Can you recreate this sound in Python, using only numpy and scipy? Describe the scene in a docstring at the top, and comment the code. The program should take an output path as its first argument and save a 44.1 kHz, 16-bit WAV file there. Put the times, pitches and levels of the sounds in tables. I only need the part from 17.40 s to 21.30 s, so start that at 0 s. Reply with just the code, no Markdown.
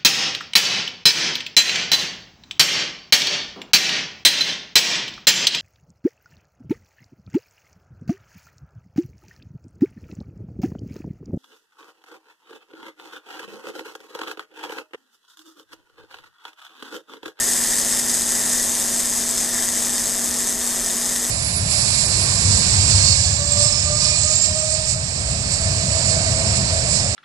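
"""Clockwork timer in a quiet room

A small clockwork self-timer runs down, held in the hand close to the microphone.
Its escapement strikes, scrapes and rings the metal case about 200 times a second; the rate mostly sags
as the spring unwinds, and it wobbles with each turn of an off-centre wheel.
Behind it are filtered room noise, a fan-like hum and a thin whine made of sines, and three soft low thuds."""
import sys
import numpy as np
from scipy import signal
from scipy.fft import rfft, irfft
from scipy.io import wavfile
from scipy.ndimage import uniform_filter1d

SR = 44100
rng = np.random.default_rng(int(sys.argv[2]) if len(sys.argv) > 2 else 0)


def generate_wav(signal):
    """Clip the signal to [-1, 1] and save it as 16-bit WAV at the path in sys.argv[1]."""
    frames = np.transpose(np.atleast_2d(signal))
    scaled = np.clip(frames, -1, 1) * 32767
    pcm = np.round(scaled).astype(np.int16)
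    wavfile.write(sys.argv[1], SR, pcm)


N = 171990  # length in samples


def undb(db):
    """Turn decibels into a gain."""
    return 10 ** (np.asarray(db) / 20)


def unit(x):
    """Scale a sound to an rms of 1."""
    return x / np.sqrt(np.mean(x ** 2))


def walk(rate):
    """Slow random drift with rms 1, made by smoothing random steps drawn `rate` times a second."""
    hold = int(SR / rate)
    steps = np.repeat(rng.standard_normal(N // hold + 1), hold)
    smooth = uniform_filter1d(uniform_filter1d(steps, hold), hold)
    return unit(smooth[:N])


def colour(x, points, power=1):
    """Filter x to follow (f/Hz, level/dB) points, without sounding ahead of x; power scales the dB."""
    hz, db = np.array(points, float).T
    size = 4096
    f = np.maximum(np.arange(size // 2 + 1) * SR / size, 1)
    log_gain = np.log(undb(np.interp(np.log(f), np.log(hz), db)))
    # folding the cepstrum forward gives the minimum-phase filter
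    cepstrum = irfft(power * log_gain)
    cepstrum[1:size // 2] *= 2
    cepstrum[size // 2 + 1:] = 0
    response = irfft(np.exp(rfft(cepstrum)))
    return signal.fftconvolve(x, response)[:N]


def clicks(times, sizes):
    """One-sample impulses at the given times; any past the end are dropped."""
    places = np.clip(times * SR, 0, N).astype(int)
    return np.bincount(places, sizes, N + 1)[:N]


def ringing(force, modes, t):
    """A force sets off fading sine modes (f/Hz, fall by 60 dB/s, level/dB); the sum has rms 1."""
    age = t[:SR // 3]
    ring = 0
    for hz, t60, db in modes:
        ring = ring + undb(db) * np.sin(2 * np.pi * hz * age) * np.exp(-np.log(1000) * age / t60)
    return unit(signal.fftconvolve(force, ring)[:N])


TICKS_PER_TURN, WHEEL_FASTEST_S = 42.6, 1.787  # wheel turn in ticks; a moment when it runs fastest
WANDER_HZ, FORCE_DB_PER_HZ = 2.0, 0.08  # random rate drift; faster running strikes harder
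# How the spring drive runs, with levels before TIMER_DB and the swing are added:
# t/s, tick rate/Hz, depth of the wobble/Hz, level/dB
SPRING_RUN = [(0, 219, 4.76, -21), (0.55, 208, 4.14, -21.0), (0.8, 210, 4.7, -22), (1.15, 209, 7.74, -21),
              (1.45, 202, 6.8, -22), (1.8, 205, 8.5, -22.5), (2.25, 199, 3.63, -22), (2.7, 199, 2.5, -22.5),
              (3.0, 189, 2.7, -23), (3.5, 187, 1.5, -23.5), (3.9, 195, 1.14, -22)]


def drive(t):
    """Tick rate and level: the spring slackens and an off-centre wheel swings the torque once a turn."""
    s, hz, depth, db = np.array(SPRING_RUN).T
    rate = np.interp(t, s, hz)
    turns = np.cumsum(rate) / SR / TICKS_PER_TURN
    turns_from_fastest = turns - np.interp(WHEEL_FASTEST_S, t, turns)
    wobble = np.interp(t, s, depth) * np.cos(2 * np.pi * turns_from_fastest)
    swing = wobble + WANDER_HZ * walk(22)
    return rate + swing, np.interp(t, s, db) + FORCE_DB_PER_HZ * swing


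TICK_JITTER, TICK_SCATTER_DB = 0.055, 1.5  # random spread: share of a period, and strength
LIMP_DB = -0.1  # strength added on even ticks and taken off odd ones
BOUNCE_DB, BOUNCE_S = -4, 0.0005  # typical level against the strike, and typical delay
DROP_DB, DROP_SHARE = -7, 0.5  # typical level; where in the period the next tooth lands
SCRAPE_DB, SCRAPE_S, GEARS_DB = 2.0, 0.0013, -3.5  # levels against the clicks; scrape decay time


def escapement(t, rate):
    """Teeth strike a pallet, bounce, scrape and drop; gives two forces with shared timing, unlike noise."""
    phase = np.cumsum(rate) / SR
    chance = rng.standard_normal((8, 1000))
    k = np.arange(1000)  # more ticks than needed

    def when(cycles):
        return np.interp(cycles, phase, t, right=2 * t[-1])  # unused ticks go past the end

    beat = k + TICK_JITTER * chance[0]
    strike = when(beat)
    bounce = strike + BOUNCE_S * np.exp(0.4 * chance[3])
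    drop = when(beat + DROP_SHARE + 0.13 * chance[1])
    strike_size = undb(TICK_SCATTER_DB * chance[2] + LIMP_DB * (-1) ** k)
    bounce_size = strike_size * undb(BOUNCE_DB + 2.34 * chance[4])
    drop_size = undb(DROP_DB + 3.6 * chance[5])
    times = np.concatenate([strike, bounce, drop])
    sizes = np.concatenate([strike_size, bounce_size, drop_size])
    # every contact starts a short, fading slide
    sliding = signal.lfilter([1], [1, -np.exp(-1 / (SCRAPE_S * SR))], clicks(times, sizes))
    forces = []
    for _ in range(2):
        contact = unit(clicks(times, sizes * rng.choice([-1, 1], len(times))))
        scrape = undb(SCRAPE_DB) * unit(sliding * rng.standard_normal(N))
        gears = undb(GEARS_DB) * rng.standard_normal(N)
        forces.append(unit(contact + scrape + gears))
    return forces


RING_DB, RING_T60_S = -8.5, 0.081  # level against the case sound; time to fall by 60 dB
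ROOM_DB, ROOM_T60_S = -8, 0.22  # level against the direct sound; time to fall by 60 dB
TREBLE_HZ = 9300  # where the shifting treble begins
# Tone colour of the case, relative levels: f/Hz, level/dB
CASE_COLOUR = [(300, -21.5), (700, -21), (1300, -24), (1800, -13.5), (2150, -16.5), (2750, -20),
               (3300, -14.5), (3650, -14), (4100, -13.5), (4700, -13.5), (4900, -3.5), (5250, -8),
               (5500, -9.5), (5780, -9.5), (5950, -3), (6300, -4), (6750, 1), (7100, -8.5), (7330, -3.5),
               (7500, 0), (7950, 1.5), (8300, -2), (8850, -3), (9400, -5), (10100, -8.5), (10700, -11.5),
               (11800, -12), (12400, -12.5), (13100, -16), (14000, -16)]
# Ringing modes of plates and wheels, levels against each other: f/Hz, level/dB
METAL_MODES = [(3661, -50.5), (4382, -50), (5200, -45), (5582, -55), (5927, -46), (6342, -44.5),
               (6584, -49), (6740, -43), (7827, -47), (8748, -45.5), (8877, -42), (9308, -51), (10223, -48),
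               (12414, -49)]
# Low modes of the hollow case, levels against each other: f/Hz, fall by 60 dB/s, level/dB
HOLLOW_MODES = [(1770, 0.035, -20), (1809, 0.053, 2), (1924, 0.041, 0)]
# Shifting colour of the whir: t/s, hollow modes level/dB against the case sound, top treble level/dB
WHIR_SHADE = [(0, -15, 0.5), (.55, -16.5, -1.5), (.8, -19, -1), (1.1, -15.5, -0.5), (1.3, -21.5, -0.5),
              (2.0, -18.5, -2), (2.19, -14, -2), (2.35, -20.5, -2), (3.3, -17, -1), (3.9, -19.5, -0.5)]


def body(force, t):
    """The case answers briefly, plates and hollow ring on, and the room adds a short tail."""
    s, hollow_db, treble_db = np.array(WHIR_SHADE).T
    shaken = force * rng.standard_normal(N)
    case = unit(colour(force, CASE_COLOUR))
    metal_modes = [(hz, RING_T60_S, db) for hz, db in METAL_MODES]
    metal = undb(RING_DB) * ringing(shaken, metal_modes, t)
    hollow = undb(np.interp(t, s, hollow_db)) * ringing(shaken, HOLLOW_MODES, t)
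    sound = case + metal + hollow
    high_pass = signal.butter(2, TREBLE_HZ, "high", fs=SR, output="sos")
    treble = signal.sosfiltfilt(high_pass, sound)
    sound = sound + (undb(np.interp(t, s, treble_db)) - 1) * treble
    # the room tail is fading noise
    age = t[:SR // 3]
    tail = rng.standard_normal(len(age)) * np.exp(-np.log(1000) * age / ROOM_T60_S)
    echo = unit(signal.fftconvolve(sound, tail)[:N])
    return unit(sound + undb(ROOM_DB) * echo)


TIMER_DB = 0.5  # added to the drive level
EVEN_BELOW_HZ = 4500  # left and right lean equally below this
# Difference between the channels against their sum: f/Hz, level/dB
STEREO_WIDTH = [(1200, -45), (2000, -62), (3300, -66), (4400, -35), (4900, -10), (7000, -13.5),
                (8500, -7.5), (11000, -5), (14000, -7)]
# Left over right in the treble: f/Hz, level/dB
TREBLE_LEAN = [(5000, 1.3), (6500, 2), (7800, 3.5), (9500, 0), (12000, -1.4)]


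def timer(t):
    """The whirring timer; its treble reaches the two microphones differently."""
    rate, db = drive(t)
    mid, side = [body(force, t) * undb(db + TIMER_DB) for force in escapement(t, rate)]
    side = colour(side, STEREO_WIDTH)
    lean = [(EVEN_BELOW_HZ, 0)] + list(TREBLE_LEAN)
    # each channel takes half of the lean, in opposite directions
    left = colour(mid + side, lean, 0.5)
    right = colour(mid - side, lean, -0.5)
    return np.array([left, right])


AIR_DB = -35.5  # rms level of the part shared by both channels
# Colour of the room noise, relative level in each Hz: f/Hz, level/dB
AIR_COLOUR = [(20, 0), (35, 2.5), (80, -1.5), (150, -5), (220, 4.5), (270, -0.5), (370, 2), (530, -2),
              (650, 0), (800, -1), (1300, -5.5), (2600, -10), (8000, -20.5)]
# Difference between the channels against their sum: f/Hz, level/dB
AIR_STEREO_WIDTH = [(25, -6), (60, -10), (130, -10.5), (300, -19), (1200, -20), (1900, -47)]


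def room_noise():
    """Soft room noise: coloured random noise, with a second one spreading it between the channels."""
    mid, side = [unit(colour(rng.standard_normal(N), AIR_COLOUR)) for _ in range(2)]
    side = colour(side, AIR_STEREO_WIDTH)
    return undb(AIR_DB) * np.array([mid + side, mid - side])


HUM_WAVER_DB, HUM_DRIFT_HZ = 0.9, 0.6  # random spread of level and pitch
# Tones of the hum, rms levels about which they waver: f/Hz, level/dB
HUM_TONES = [(147, -55.5), (239.8, -38), (371, -54.5), (442, -52.5), (564.5, -51), (661, -49)]


def hum():
    """A fan-like hum: sines whose level and pitch each drift a little."""
    tones = 0
    for hz, db in HUM_TONES:
        level = undb(db + HUM_WAVER_DB * walk(9.03))
        phase = 2 * np.pi * np.cumsum(hz + HUM_DRIFT_HZ * walk(4.99)) / SR
        tones = tones + level * np.sin(phase)
    return np.sqrt(2) * tones  # rms level to sine peak


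WHINE_HZ, WHINE_DB, WHINE_LEAD = 12900, -40.5, 1.6  # pitch; rms level; lead of left channel in radians


def whine():
    """A thin high whine: one slightly drifting sine, with the left channel's phase ahead."""
    phase = 2 * np.pi * np.cumsum(WHINE_HZ + 3 * walk(25.2)) / SR
    return np.sqrt(2) * undb(WHINE_DB) * np.sin(phase + np.array([[WHINE_LEAD], [0]]))


BUMP_RISE_S = 0.016  # time to the loudest point
# Soft low thuds, levels at the top of their swell: t/s, f/Hz, level/dB
LOW_BUMPS = [(2.879, 69.4, -39.5), (3.169, 43, -41), (3.399, 37.93, -37)]


def bumps(t):
    """Faint low thuds: sines that swell and die within a few cycles."""
    thuds = 0
    for s, hz, db in LOW_BUMPS:
        age = np.maximum(t - s, 0)
        swell = age / BUMP_RISE_S * np.exp(1 - age / BUMP_RISE_S)
        thuds = thuds + undb(db) * swell * np.sin(2 * np.pi * hz * age)
    return thuds


def scene():
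    """The timer in front of the room sounds, with the low thuds."""
    t = np.arange(N) / SR
    return timer(t) + room_noise() + hum() + whine() + bumps(t)


TOP_HZ = 14050  # highest pitch let through


def record(dry):
    """A steep low-pass filter removes the very top of the treble."""
    low_pass = signal.ellip(16, 0.1, 90, TOP_HZ, fs=SR, output="sos")
    return signal.sosfilt(low_pass, dry)


dry = scene()
out = record(dry)
generate_wav(out)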